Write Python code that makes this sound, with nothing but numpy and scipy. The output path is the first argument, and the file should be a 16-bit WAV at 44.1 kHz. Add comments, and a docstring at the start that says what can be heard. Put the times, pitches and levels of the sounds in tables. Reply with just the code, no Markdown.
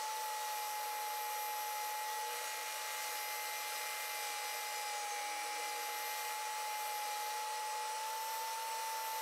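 """Wet tile saw outdoors

A small wet saw on a bench before a board fence, near-mono as at one close microphone; no echo is computed.
Sines on multiples of the shaft speed make the motor's howl and buzz; shaped noise makes air, water and spray. A
tile is pushed in: the saw slows, dense random blows grind, and narrow hissing resonances of the tile sink. Near
the end the load eases and the motor speeds up."""
import sys
import numpy as np
from scipy import signal
from scipy.fft import rfft, irfft, next_fast_len
from scipy.io import wavfile
from scipy.ndimage import uniform_filter1d, map_coordinates

SR = 44100
rng = np.random.default_rng(int(sys.argv[2]) if len(sys.argv) > 2 else 0)


def dump(signal):
    """Clip the signal to [-1, 1] and save it as 16-bit WAV at the path in sys.argv[1]."""
    limited = np.clip(np.atleast_2d(signal).T, -1, 1)
    pcm = np.round(limited * 32767).astype(np.int16)
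    wavfile.write(sys.argv[1], SR, pcm)


N = 406161

# Speed of the shaft: t/s, speed/(turns per s)
SHAFT_SPEED = [(0.0, 53.72), (0.17, 54.17), (0.28, 53.52), (0.59, 52.97), (1.81, 52.91), (2.13, 53.47),
               (2.77, 53.48), (3.25, 52.84), (4.04, 53.09), (4.34, 52.32), (4.57, 52.86), (4.86, 52.51),
               (5.09, 51.82), (6.5, 53.43), (7.14, 52.55), (7.45, 53.57), (7.78, 53.52), (8.14, 54.94),
               (8.62, 55.86), (9.21, 55.05)]
# How hard the tile bears on the blade: t/s, load/(0-1)
TILE_LOAD = [(0, 0.1), (2.2, 0.14), (2.35, 0.89), (2.9, 0.94), (3.35, 0.85), (4.05, 1), (4.3, 0.8),
             (4.6, 0.88), (5.0, 0.59), (5.6, 0.7), (6.2, 0.78), (6.45, 0.52), (7.6, 0.23), (8.1, 0.3),
             (9.21, 0.2)]

# Mist off the rim, spectrum before scaling to rms 1: f/Hz, relative density/dB per Hz
MIST_SPECTRUM = [(8000, -35.5), (10500, -6), (11500, 1), (12400, -7), (12850, 4), (13080, 8), (13400, -4.5),
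                 (13700, -6), (14100, -2), (14900, -10), (15500, -13)]
# Spells of fine spray: start t/s, end t/s, level/dB
SPRAY_SPELLS = [(0.0, 3.2, -56), (7.9, 11, -60.5)]
SPRAY_RISE_S, SPRAY_FALL_DB_PER_S = 0.18, 6.5

# Sinking tile resonances: start t/s, end t/s, starting f/Hz, fall/(octaves per s), level/dB before colour
TILE_RESONANCES = [(2.3, 3.3, 6700, 0.03, -64), (3.15, 6.0, 14160, 0.593, -62),
                   (3.503, 4.5, 12300, 0.04, -61), (4.8, 5.751, 15300, 0.25, -68)]
# How well the tile radiates at each pitch: f/Hz, gain/dB
TILE_RADIATION = [(4400, 1), (5300, 1), (5850, 1), (6350, 7), (7000, -2), (8800, -0.5), (10500, 0),
                  (13000, -4)]
TILE_FADE_S, TILE_FLICKER_DB, TILE_FLICKERS_PER_S = 0.17, 2.5, 12

# Grinding, spectrum before housing and scaling: f/Hz, relative density/dB per Hz
GRIT_SPECTRUM = [(80, -46), (200, -33), (450, -12.5), (900, -6.5), (1500, 2), (2600, -1.5), (4000, -1.5),
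                 (6500, -1), (10000, -8), (12500, -20), (15500, -18)]
# Rush of air and water, spectrum before housing and scaling: f/Hz, relative density/dB per Hz
RUSH_SPECTRUM = [(40, -39), (130, -37.5), (230, -24.5), (380, -18), (460, -2.5), (620, -2), (900, 1.7),
                 (1400, -2.5), (3000, -8.5), (6000, -2.5), (10500, -13.5), (12300, -11.5), (14500, -16),
                 (15500, -15)]
# Peaks and dips of the housing and water tray: f/Hz, width/Hz, gain/dB
HOUSING_PEAKS = [(287, 63, 8.5), (395, 47, 2), (485, 46, 9.5), (586, 43, 8), (724, 24, -2.5),
                 (975, 125, -5.5), (1150, 57, -9.5), (1174, 91, 10.5), (1350, 123, 6), (1570, 42, 0.5),
                 (2080, 500, 5.5), (2220, 55, -4.5), (2447, 140, 7), (2893, 380, 8.5), (3380, 65, 2),
                 (4024, 590, 7.5), (4066, 144, -5.5), (4300, 80, 3.5), (5250, 180, -6.5), (5800, 590, 4.5),
                 (6480, 100, -8), (7920, 97, 10.5), (8410, 440, 5.5), (9570, 1280, 8), (10580, 360, 10),
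                 (11376, 150, 8)]
# Gain of the rush in the stereo side signal: f/Hz, gain/dB
SIDE_GAIN = [(70, -28), (140, -12), (300, -18.5), (550, -41.5), (800, -50), (2700, -69), (4000, -63),
             (13000, -50.5)]
RUSH_DB, RUSH_LOAD_DB = -47, 0.83  # running free; gained at full load

# Overtones of the motor's rasp: f/Hz, level/dB of each, before the mix gains
RASP_SPECTRUM = [(1000, -75), (2500, -71.5), (4000, -69.5), (6000, -69), (9000, -78.5), (11000, -81),
                 (13000, -84), (15500, -78)]
# Orders are multiples of the shaft speed. Those of the howl, whistle and top whine: order
HOWL_ORDERS = (16, 96, 240)
# Orders of the motor tones whose level follows speed and sings at resonances: order
SPEED_ORDERS = (3, 6, 9, 32, 36, 39, 45)
# Speed-following motor tones, one row an order, at the usual speed: level running free/dB, level under load/dB,
# rise/(dB per extra turn a second)
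SPEED_TONES = [(-97.5, -104, 2.5), (-84, -80.5, -1.5), (-62.5, -70.5, 0), (-67, -65, -0.8),
               (-64.5, -63.5, -1.3), (-74.5, -67.5, -5.3), (-69.5, -63, -1.2)]
# Other motor tones, steady with speed, before a shared trim: order, level running free/dB, level under load/dB
OTHER_TONES = [(7.7, -75, -76), (10, -62.5, -66), (11.25, -63, -68), (12, -67, -62.5), (13, -72, -65),
               (15, -75, -69.5), (18, -66, -74), (19, -62.5, -66), (20.5, -61, -63), (22, -72, -61.5),
               (24, -62, -60.5), (25, -60.5, -64), (30, -67, -58.5), (33, -71, -66), (37, -65, -70),
               (40, -74, -63), (42, -70, -64), (48, -66, -65), (51, -73, -66), (57, -66, -68),
               (64, -66, -68), (75, -67, -65), (105, -69, -71), (108, -62.5, -69), (150, -77, -68),
               (192, -69, -73), (224, -68, -69)]
# Sharp resonances of motor and blade: f/Hz, width/Hz, gain/dB
SINGING_PEAKS = [(1780, 30, 7), (1935, 82, 7), (2067, 64, 12.5), (2340, 110, 10), (5034, 140, 6),
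                 (5320, 290, 9), (12690, 310, 21.5), (13260, 250, 21.5)]
# Spells in which one motor tone drones louder: start t/s, end t/s, order, gain/dB
DRONE_SPELLS = [(1.9, 2.7, 36, 3), (2.15, 2.7, 9, 13), (3.0, 5.15, 96, 4), (4.1, 7.25, 15, 10),
                (4.997, 5.65, 42, 12), (5.11, 6.15, 6, 10), (5.35, 6.396, 9, 8.5), (5.65, 6.4, 240, 3),
                (6.349, 7.95, 16, 0.4), (7.35, 8.1, 96, 3), (8.7, 9.4, 36, 4.5)]
DRONE_FADE_S = 0.17
USUAL_SPEED = 53.3  # turns a second
WAVER_DB, WAVERS_PER_S = 1.0, 2.966  # slow drift in the level of a singing tone
HOWL_DB, HOWL_CHOKE_DB = -42.5, 7  # running free; lost at full load
CHOKE_POWER = 3.3  # only a hard push chokes the howl
WHISTLE_DB, WHISTLE_LOAD_DB = -69, 1  # running free off resonance; gained at full load
WHINE_DB, WHINE_LOAD_DB = -77.5, 2  # the same for the top whine

TOP_HZ = 15730  # band limit of the recorder


def amp(db):
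    """Decibels to gain."""
    return 10 ** (np.asarray(db) / 20)


def unit(x):
    """Scale to rms 1."""
    return x / np.sqrt(np.mean(x ** 2) + 1e-20)


def along(points, hz):
    """Interpolate (Hz, value) points on a log frequency axis."""
    f, v = np.transpose(points)
    return np.interp(np.log(hz + 1), np.log(f + 1), v)


def curves(rows):
    """One value per sample for each column after the time."""
    s, *cols = np.transpose(rows)
    return [np.interp(np.arange(N) / SR, s, c) for c in cols]


def wobble(rate):
    """A smooth random curve through rate knots a second."""
    steps = np.arange(0, N + 32, 32)
    knots = rng.standard_normal(int(N * rate / SR) + 4)
    return np.interp(np.arange(N), steps, map_coordinates(knots, [steps * rate / SR]))


def spell(start, end, fade_s):
    """0 outside start to end, 1 inside, with a straight fade at each edge."""
    t = np.arange(N) / SR
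    return np.clip(np.minimum(t - start, end - t) / fade_s, 0, 1)


def filtered(x, response):
    """Multiply the spectrum of x by a response of frequency."""
    m = next_fast_len(N + SR // 4)
    return irfft(rfft(x, m) * response(np.fft.rfftfreq(m, 1 / SR)), m)[..., :N]


def peaks(table, hz):
    """Summed gain in dB of (Hz, width, dB) resonances."""
    return sum(db / (1 + (2 * (hz - centre) / width) ** 2) for centre, width, db in table)


def housed(x, spectrum):
    """Give x a spectrum and the resonances of the housing, at rms 1."""
    return unit(filtered(x, lambda hz: amp(along(spectrum, hz) + peaks(HOUSING_PEAKS, hz))))


def throb(angle, depth, order):
    """A gain that swells order times a turn."""
    return 1 + depth * np.cos(order * angle)


def spray(angle):
    """Mist leaves the rim in spurts tied to the shaft; each spell starts quickly and dries up slowly."""
    t = np.arange(N) / SR
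    level = 0
    for start, end, db in SPRAY_SPELLS:
        rise = np.clip((t - start) / SPRAY_RISE_S, 0, 1)
        level = level + rise * amp(db - SPRAY_FALL_DB_PER_S * np.maximum(t - end, 0))
    spurts = rng.standard_normal(N) * throb(angle, depth=0.4, order=3) * throb(angle, depth=0.22, order=6)
    mist = unit(filtered(spurts, lambda hz: amp(along(MIST_SPECTRUM, hz))))
    return level * amp(1.4 * wobble(18)) * mist


def tile(start, end, start_hz, octaves_per_s, level_db, width_hz=130):
    """A narrow noise band for a resonance excited by grinding; it sinks as the slot frees a longer strip."""
    elapsed = np.clip(np.arange(N) / SR, start, end) - start
    hz = start_hz * 2 ** (-octaves_per_s * elapsed)
    phase = 2 * np.pi * np.cumsum(hz) / SR
    # two slow noises on a cosine and a sine make a noise band around the moving pitch
    a, b = filtered(rng.standard_normal((2, N)), lambda f: 1 / (1 + (f / width_hz) ** 2))
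    band = unit(a * np.cos(phase) + b * np.sin(phase))
    flicker_db = TILE_FLICKER_DB * wobble(TILE_FLICKERS_PER_S)
    level = amp(level_db + along(TILE_RADIATION, hz) + flicker_db)
    return spell(start, end, TILE_FADE_S) * level * band


def grinding(angle, load, grains_per_s=9000):
    """Diamond grit strikes the tile in dense tiny blows; the blade bites unevenly round each turn."""
    grains = rng.standard_normal(N) * (rng.random(N) < grains_per_s / SR)
    bite = throb(angle, depth=0.27, order=1) * throb(angle, depth=0.15, order=3)
    bite = bite * throb(angle, depth=0.083, order=6)
    return load * amp(-50 + 0.64 * wobble(16)) * housed(grains * bite, GRIT_SPECTRUM)


def patchy(x, patchy_db, size=13, count=9):
    """Splashing water shades each band of the hiss on its own, for moments at a time."""
    z = signal.stft(x, nperseg=512)[2]
    field = uniform_filter1d(rng.standard_normal(z.shape), size, axis=0)  # smooth over frequency
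    field = uniform_filter1d(field, count, axis=1)  # smooth over time
    treble = np.clip(np.linspace(0, SR / 2, len(z)) / 4000, 0, 1)[:, None]  # full shading from 4 kHz
    return signal.istft(z * amp(patchy_db * treble * unit(field)))[1][:N]


def rush(angle, load):
    """Air and water whirled round by the blade, pulsing with the rotation."""
    flow = patchy(rng.standard_normal(N), patchy_db=0.83)
    flow = flow * throb(angle, depth=0.062, order=3) * throb(angle, depth=0.12, order=9)
    level = amp(RUSH_DB + RUSH_LOAD_DB * load + 0.39 * wobble(12))
    return level * housed(flow, RUSH_SPECTRUM)


def rasp(angle, count=85, size=16384):
    """The motor repeats a scrape three times a turn: a comb of faint overtones, partly wavering."""
    named = [*HOWL_ORDERS, *SPEED_ORDERS, *(row[0] for row in OTHER_TONES)]
    orders = 3 * np.arange(7, 7 + count)
    mean_speed = np.mean(SHAFT_SPEED, axis=0)[1]
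    gain = amp(along(RASP_SPECTRUM, orders * mean_speed))
    gain = gain * ~np.isin(orders, named)  # leave out orders that have their own tone
    lines = np.zeros((3, size), complex)
    lines[:, orders] = gain * np.exp(2j * np.pi * rng.random((len(lines), count)))
    turns = irfft(lines, 2 * size) * size * np.sqrt(2)  # three waveforms, each one turn long
    position = (angle / np.pi * size).astype(int) % (2 * size)
    steady, *drifting = turns[:, position]
    wavering = sum(wobble(5) * scrape for scrape in drifting)
    return amp(-7.5) * steady + amp(-6.5) * wavering


def tone(angle, order, flutter):
    """One multiple of the shaft angle, about rms 1; turbulence shakes its level and phase."""
    phase = order * angle + rng.uniform(0, 2 * np.pi) + flutter * wobble(25)
    return np.sqrt(2) * (1 + flutter * wobble(25)) * np.sin(phase)


def singing(order, speed):
    """dB gained as the speed carries a tone across the sharp resonances, with a slow waver."""
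    speeds = np.linspace(speed.min(), speed.max(), 200)
    resonance_db = np.interp(speed, speeds, peaks(SINGING_PEAKS, order * speeds))
    return resonance_db + WAVER_DB * wobble(WAVERS_PER_S)


def droning(order):
    """dB that a tone gains in its spells of droning."""
    return sum(db * spell(start, end, DRONE_FADE_S)
               for start, end, k, db in DRONE_SPELLS if round(k) == order)


def buzz(angle, speed, load):
    """The motor's lesser tones; load shifts their balance, and speed that of the first group, which also sings
    at resonances."""
    following = others = 0
    for order, (free, loaded, rise) in zip(SPEED_ORDERS, SPEED_TONES):
        level_db = free + load * (loaded - free) + droning(order)
        level_db = level_db + rise * (speed - USUAL_SPEED) + singing(order, speed)
        following = following + amp(level_db) * tone(angle, order, flutter=0.16)
    for order, free, loaded in OTHER_TONES:
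        level_db = free + load * (loaded - free) + droning(order)
        others = others + amp(level_db) * tone(angle, order, flutter=0.21)
    return following + amp(-2.0) * others


def whine(angle, speed, load):
    """The fan's howl, choked by a hard push, and the motor's whistle and top whine, which sing at some speeds."""
    howl_order, whistle_order, whine_order = HOWL_ORDERS
    howl_db = HOWL_DB - HOWL_CHOKE_DB * load ** CHOKE_POWER + droning(howl_order)
    whistle_db = WHISTLE_DB + WHISTLE_LOAD_DB * load
    whistle_db = whistle_db + singing(whistle_order, speed) + droning(whistle_order)
    whine_db = WHINE_DB + WHINE_LOAD_DB * load
    whine_db = whine_db + singing(whine_order, speed) + droning(whine_order)
    howl = amp(howl_db) * tone(angle, howl_order, flutter=0.029)
    whistle = amp(whistle_db) * tone(angle, whistle_order, flutter=0.26)
    top = amp(whine_db) * tone(angle, whine_order, flutter=0.12)
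    return howl + whistle + top


def scene():
    """One shaft drives motor, blade and water; almost mono, with a little width in the hiss."""
    speed, = curves(SHAFT_SPEED)
    load = np.clip(curves(TILE_LOAD)[0], 0, 1.2)
    unsteady = (0.000501 + 0.00049 * load) * wobble(14)  # the load tugs at the shaft
    angle = 2 * np.pi * np.cumsum(speed * (1 + unsteady)) / SR
    cut = grinding(angle, load) + sum(tile(*row) for row in TILE_RESONANCES)
    motor = rasp(angle) + buzz(angle, speed, load) + whine(angle, speed, load)
    mid = spray(angle) + cut + rush(angle, load) + motor
    # a second, independent rush gives the width
    side = filtered(rush(angle, load), lambda hz: amp(along(SIDE_GAIN, hz)))
    return np.array([mid + side, mid - side])


def record(dry):
    """The microphone and recorder keep nothing above the band limit."""
    return filtered(dry, lambda hz: hz < TOP_HZ)


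dry = scene()
out = record(dry)
dump(out)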